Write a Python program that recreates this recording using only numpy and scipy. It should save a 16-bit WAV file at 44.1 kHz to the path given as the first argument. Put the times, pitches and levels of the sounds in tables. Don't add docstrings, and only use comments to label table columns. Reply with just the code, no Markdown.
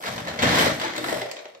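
import sys
import numpy as np
from scipy import signal
from scipy.fft import rfft, irfft, next_fast_len
from scipy.io import wavfile
from scipy.ndimage import uniform_filter1d

SR = 44100
rng = np.random.default_rng(int(sys.argv[2]) if len(sys.argv) > 2 else 0)


def file_out(sig):
    cols = np.atleast_2d(sig).T
    lim = np.clip(cols, -1, 1)
    pcm = np.round(lim * 32767).astype(np.int16)
    wavfile.write(sys.argv[1], SR, pcm)


N = 70560
T = np.arange(N) / SR
FFT_SIZE = next_fast_len(N + SR // 2, real=True) // 2 * 2
HZ = np.fft.rfftfreq(FFT_SIZE, 1 / SR)


def amp(db):
    return 10 ** (np.asarray(db) / 20)


def unit(x):
    return x / np.sqrt(np.mean(np.abs(x) ** 2) + 1e-20)


def along(points, hz):
    f, values = np.transpose(points)
    return np.interp(np.log(hz + 1), np.log(f + 1), values)


def curves(rows):
    times, *columns = np.transpose(rows)
    return [np.interp(T, times, column) for column in columns]


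def filtered(x, response):
    return irfft(rfft(x, FFT_SIZE) * response, FFT_SIZE)[..., :N]


def colour(points):
    cepstrum = irfft(np.log(amp(along(points, HZ))))
    cepstrum[1:FFT_SIZE // 2] *= 2
    cepstrum[FFT_SIZE // 2 + 1:] = 0
    return unit(np.exp(rfft(cepstrum)))


def resonator(modes):
    peaks = sum(amp(db) * 1j * HZ * width / (hz * hz - HZ ** 2 + 1j * HZ * width)
                for hz, width, db in modes)
    low, high = 1j * HZ / (.72 * modes[0][0]), 1j * HZ / (1.3 * modes[-1][0])
    highpass = low ** 2 / (1 + low + low ** 2)
    lowpass = 1 / (1 + high + high ** 2)
    return unit(peaks * highpass * lowpass)


def steadied(x, span_s):
    return x / np.sqrt(np.abs(uniform_filter1d(x * x, int(span_s * SR))) + 1e-12)


# f/Hz, relative level/dB
ROOM_TONE = [(30, -1), (90, -10), (200, 8), (450, 23), (3000, -38), (15000, -50)]


def room_tone():
    return amp(-62) * filtered(rng.standard_normal((2, N)), colour(ROOM_TONE))


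# f/Hz, t60/s
ROOM_DECAY = [(150, 0.074), (600, 0.36), (2500, 0.41), (7000, 0.36), (15000, 0.027)]
# f/Hz, correlation
MIC_COHERENCE = [(100, .98), (200, .92), (320, .7), (600, .25), (1400, .15), (3000, 0)]
# f/Hz, left minus right/dB
MIC_BALANCE = [(100, -1.8), (600, 2.9), (2000, 0.2), (3300, 1.3), (5200, -0.67), (7000, -0.99),
               (14000, -1.7)]


def room(x, wet_db, left_lag_s=.00039, walls_decay_s=.0043):
    hz, t, bands = signal.stft(rng.standard_normal((2, SR // 2)), SR, nperseg=256)
    decay = np.exp(-np.log(1000) * t / along(ROOM_DECAY, hz)[:, None])
    tail = signal.istft(bands * decay, SR, nperseg=256)[1]
    tail *= amp(-4.5) / np.linalg.norm(tail[0])
    t = np.arange(tail.shape[1]) / SR
    walls = rng.standard_normal(tail.shape) * np.exp(-t / walls_decay_s)
    walls *= amp(-1) / np.linalg.norm(walls[0])
    reflections = amp(wet_db) * (t > .001) * (tail + walls)
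    angle = np.arccos(along(MIC_COHERENCE, HZ)) / 2
    mid, side = rfft(reflections, FFT_SIZE) * [np.cos(angle), np.sin(angle)]
    left_right = np.array([[.5], [-.5]])
    direct = np.exp(-2j * np.pi * HZ * left_lag_s * left_right)
    paths = direct + np.array([mid + side, mid - side])
    power = uniform_filter1d(np.mean(np.abs(paths) ** 2, axis=0), size=250)
    balance = amp(along(MIC_BALANCE, HZ) * left_right)
    return filtered(x, paths / np.sqrt(power) * balance)


def contacts(level_db, crowding=.55, spread_db=3.5, decay_s=.00059):
    hits_per_s = 170 * amp(2 * crowding * (level_db + 30))
    gaps, sizes = -np.log(rng.random((4000, 2))).T
    onsets = np.searchsorted(np.cumsum(hits_per_s) / SR, np.cumsum(gaps))
    strengths = amp(2 * spread_db * np.minimum(sizes, 3))
    hits = np.bincount(onsets, strengths, N + 1)[:N]
    energy = signal.lfilter([1], [1, -np.exp(-1 / (decay_s * SR))], hits)
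    return steadied(np.sqrt(energy), span_s=.069) ** 2


def patter(energy, rub):
    return np.sqrt((1 - rub) * energy + rub) * rng.standard_normal(N)


# f/Hz, width/Hz, relative level/dB
THRUM_MODES = [(98, 18, -8), (126, 20, -4), (171, 18, 0), (200, 16, -7), (230, 18, -5)]
LOWER_MODES = [(264, 20, -11), (308, 14, 0), (335, 16, -6)]
UPPER_MODES = [(400, 40, -12), (485, 26, -6), (542, 20, -5), (590, 18, 0), (630, 18, -2)]
# t/s, thrum/dB, lower note/dB, upper note/dB
BODY_LEVELS = [(0, -65, -49, -43.5), (.09, -39, -53, -40), (.3, -40, -42, -40), (.385, -42.5, -59, -36.5),
               (0.442, -22.5, -47, -35.5), (.55, -29, -26.5, -27.5), (.69, -30, -29.5, -38.5),
               (.8, -42, -42, -38), (.92, -49, -40.5, -69), (1, -51.5, -33, -40), (1.148, -38, -32, -39),
               (1.26, -54.5, -55, -35.5), (1.38, -73, -59, -42), (1.6, -73.5, -80, -60.5)]


def tube_body(trims_db=(0, -3, -2)):
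    rattle_db, _ = curves(POUR)
    mode_sets = THRUM_MODES, LOWER_MODES, UPPER_MODES
    layers = []
    for modes, level_db, trim_db in zip(mode_sets, curves(BODY_LEVELS), trims_db):
        ring = filtered(patter(contacts(rattle_db), rub=.37), resonator(modes))
        layers.append(steadied(ring, span_s=.031) * amp(level_db + trim_db))
    return layers


# t/s, f/Hz, level before trim/dB, t60/s
TUBE_PINGS = [(.299, 4200, -38, .04), (.594, 3080, -14, .04), (.799, 885, -38, .12), (.838, 880, -24, .12),
              (.838, 334, -25, .13), (.92, 320, -37, .1), (.975, 125, -41, .3), (1.1, 310, -31, .12),
              (1.14, 125, -34, .35), (1.222, 590, -26, .13), (1.315, 6150, -37, .02), (1.549, 565, -40, .1)]


def pings(trim_db=1, waver_rad=.3):
    out = np.zeros(N)
    for start, hz, db, t60 in TUBE_PINGS:
        t = np.maximum(T - start, 0)
        waver = waver_rad * unit(uniform_filter1d(rng.standard_normal(N), size=round(10 * SR / hz)))
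        envelope = (1 - np.exp(-t * hz / 2)) * np.exp(-np.log(1000) * t / t60)
        out += amp(db + trim_db) * envelope * np.sin(2 * np.pi * hz * t + waver)
    return out


# t/s, clack/dB, bright tick/dB, tube ring/dB, decay of the scatter/s
HARD_LANDINGS = [(.033, -38.5, -58, -54, 0.041), (.057, -32, -50, -43, 0.026),
                 (.180, -29.5, -51, -48, 0.0038), (.281, -33.5, -39, -32.5, 0.011),
                 (.390, -25.5, -42, -50, 0.017), (.422, -20, -23, -40, 0.002),
                 (.428, -20.5, -29.5, -19.5, 0.011), (.557, -27, -24, -35, 0.0031),
                 (.585, -20, -26, -21, .012), (.659, -24.5, -28.5, -17, 0.0043),
                 (.798, -31.5, -33.5, -47, 0.0045), (.814, -26, -38, -28, 0.0059),
                 (.837, -29, -46, -47, 0.011), (.963, -31.5, -31, -56, 0.0029),
                 (.980, -25, -26.5, -22, 0.002), (1.042, -23.5, -26, -24, 0.0016),
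                 (1.085, -23.5, -51.5, -47, 0.0032), (1.123, -51, -52, -22, 0.0054),
                 (1.216, -29.5, -39.5, -23.5, 0.0046), (1.314, -33, -27, -42.5, 0.001),
                 (1.367, -33, -52.5, -43, 0.0027), (1.390, -35, -57, -38.5, 0.0034),
                 (1.455, -31.5, -51, -29.5, 0.0011), (1.549, -37.5, -55, -33.5, 0.0012)]


def clumps(spot, spots, first_blow=.35, trim_db=7.5):
    drives = np.zeros((3, N + SR))
    t = np.arange(SR // 10) / SR
    stretch = np.array([[1], [1], [2.97]])
    for start, *levels_db, decay_s in HARD_LANDINGS[spot::spots]:
        envelope = np.sqrt((1 - first_blow) / stretch) * np.exp(-t / (decay_s * stretch))
        scatter = envelope * rng.standard_normal((3, len(t)))
        scatter[:2, 0] = np.sqrt(first_blow * min(decay_s, .004) * SR / 2)
        onset = round(start * SR)
        drives[:, onset:onset + len(t)] += scatter * amp(levels_db)[:, None] * amp(trim_db)
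    return drives[:, :N]


# t/s, rattle/dB, sliding hiss/dB
POUR = [(0, -42.5, -45), (.025, -39, -46.5), (.065, -30, -42.5), (.16, -34, -46.5), (.255, -35.5, -51),
        (.29, -31.5, -52), (.37, -37, -52), (.418, -29, -44), (.435, -20, -39), (.53, -19.5, -36),
        (.61, -18, -29), (.675, -22, -37), (.72, -30, -43.5), (.78, -35.5, -46), (.85, -27, -46),
        (.895, -33, -54), (.95, -33, -52.5), (1.025, -37, -45), (1.095, -29.5, -38.5), (1.17, -32, -40),
        (1.28, -42.5, -56.5), (1.42, -50, -64), (1.6, -56.5, -70)]


def stream():
    rattle_db, hiss_db = curves(POUR)
    energy = contacts(rattle_db)
    clack = patter(energy, rub=0) * amp(rattle_db - 1.2)
    slide = patter(energy, rub=.22) * amp(hiss_db - 1)
    return np.array([clack, slide])


# f/Hz, relative level/dB
CLACK_SPECTRUM = [(70, -20), (200, -32.5), (330, -13.5), (440, 0), (780, 2.5), (1130, -0.5), (1500, 0),
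                  (2000, 3), (2700, -7), (3150, -4.5), (4200, -5.5), (5200, -13), (6200, -11.5),
                  (8000, -25.5), (11000, -58)]
TICK_SPECTRUM = [(500, -111), (2000, -5), (4000, 5.5), (6000, -5.5), (8500, -5.5), (9700, -22),
                 (12000, -14.5), (15500, -20)]
SLIDE_SPECTRUM = [(2500, -79), (5000, 2.5), (6500, -10), (8500, -0.5), (9600, -13), (11500, -5.5),
                  (14000, -9), (16000, -21.5)]


def pellets(spots):
    responses = np.array([colour(CLACK_SPECTRUM), colour(SLIDE_SPECTRUM),
                          colour(TICK_SPECTRUM), resonator(UPPER_MODES)])
    out = np.zeros((2, N))
    for spot in range(spots):
        clack, slide = stream() / np.sqrt(spots)
        knock, tick, ring = clumps(spot, spots)
        drives = np.array([clack + knock, slide, tick, ring])
        out += room(filtered(drives, responses).sum(axis=0), wet_db=2)
    return out


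def scene():
    background = room_tone()
    thrum, lower, upper = tube_body()
    pour = pellets(spots=4)
    tube = room(thrum + lower, wet_db=-6) + room(upper + pings(), wet_db=-2)
    return background + tube + pour


def record(dry, top_hz=15700):
    return filtered(dry, HZ < top_hz)


dry = scene()
out = record(dry)
file_out(out)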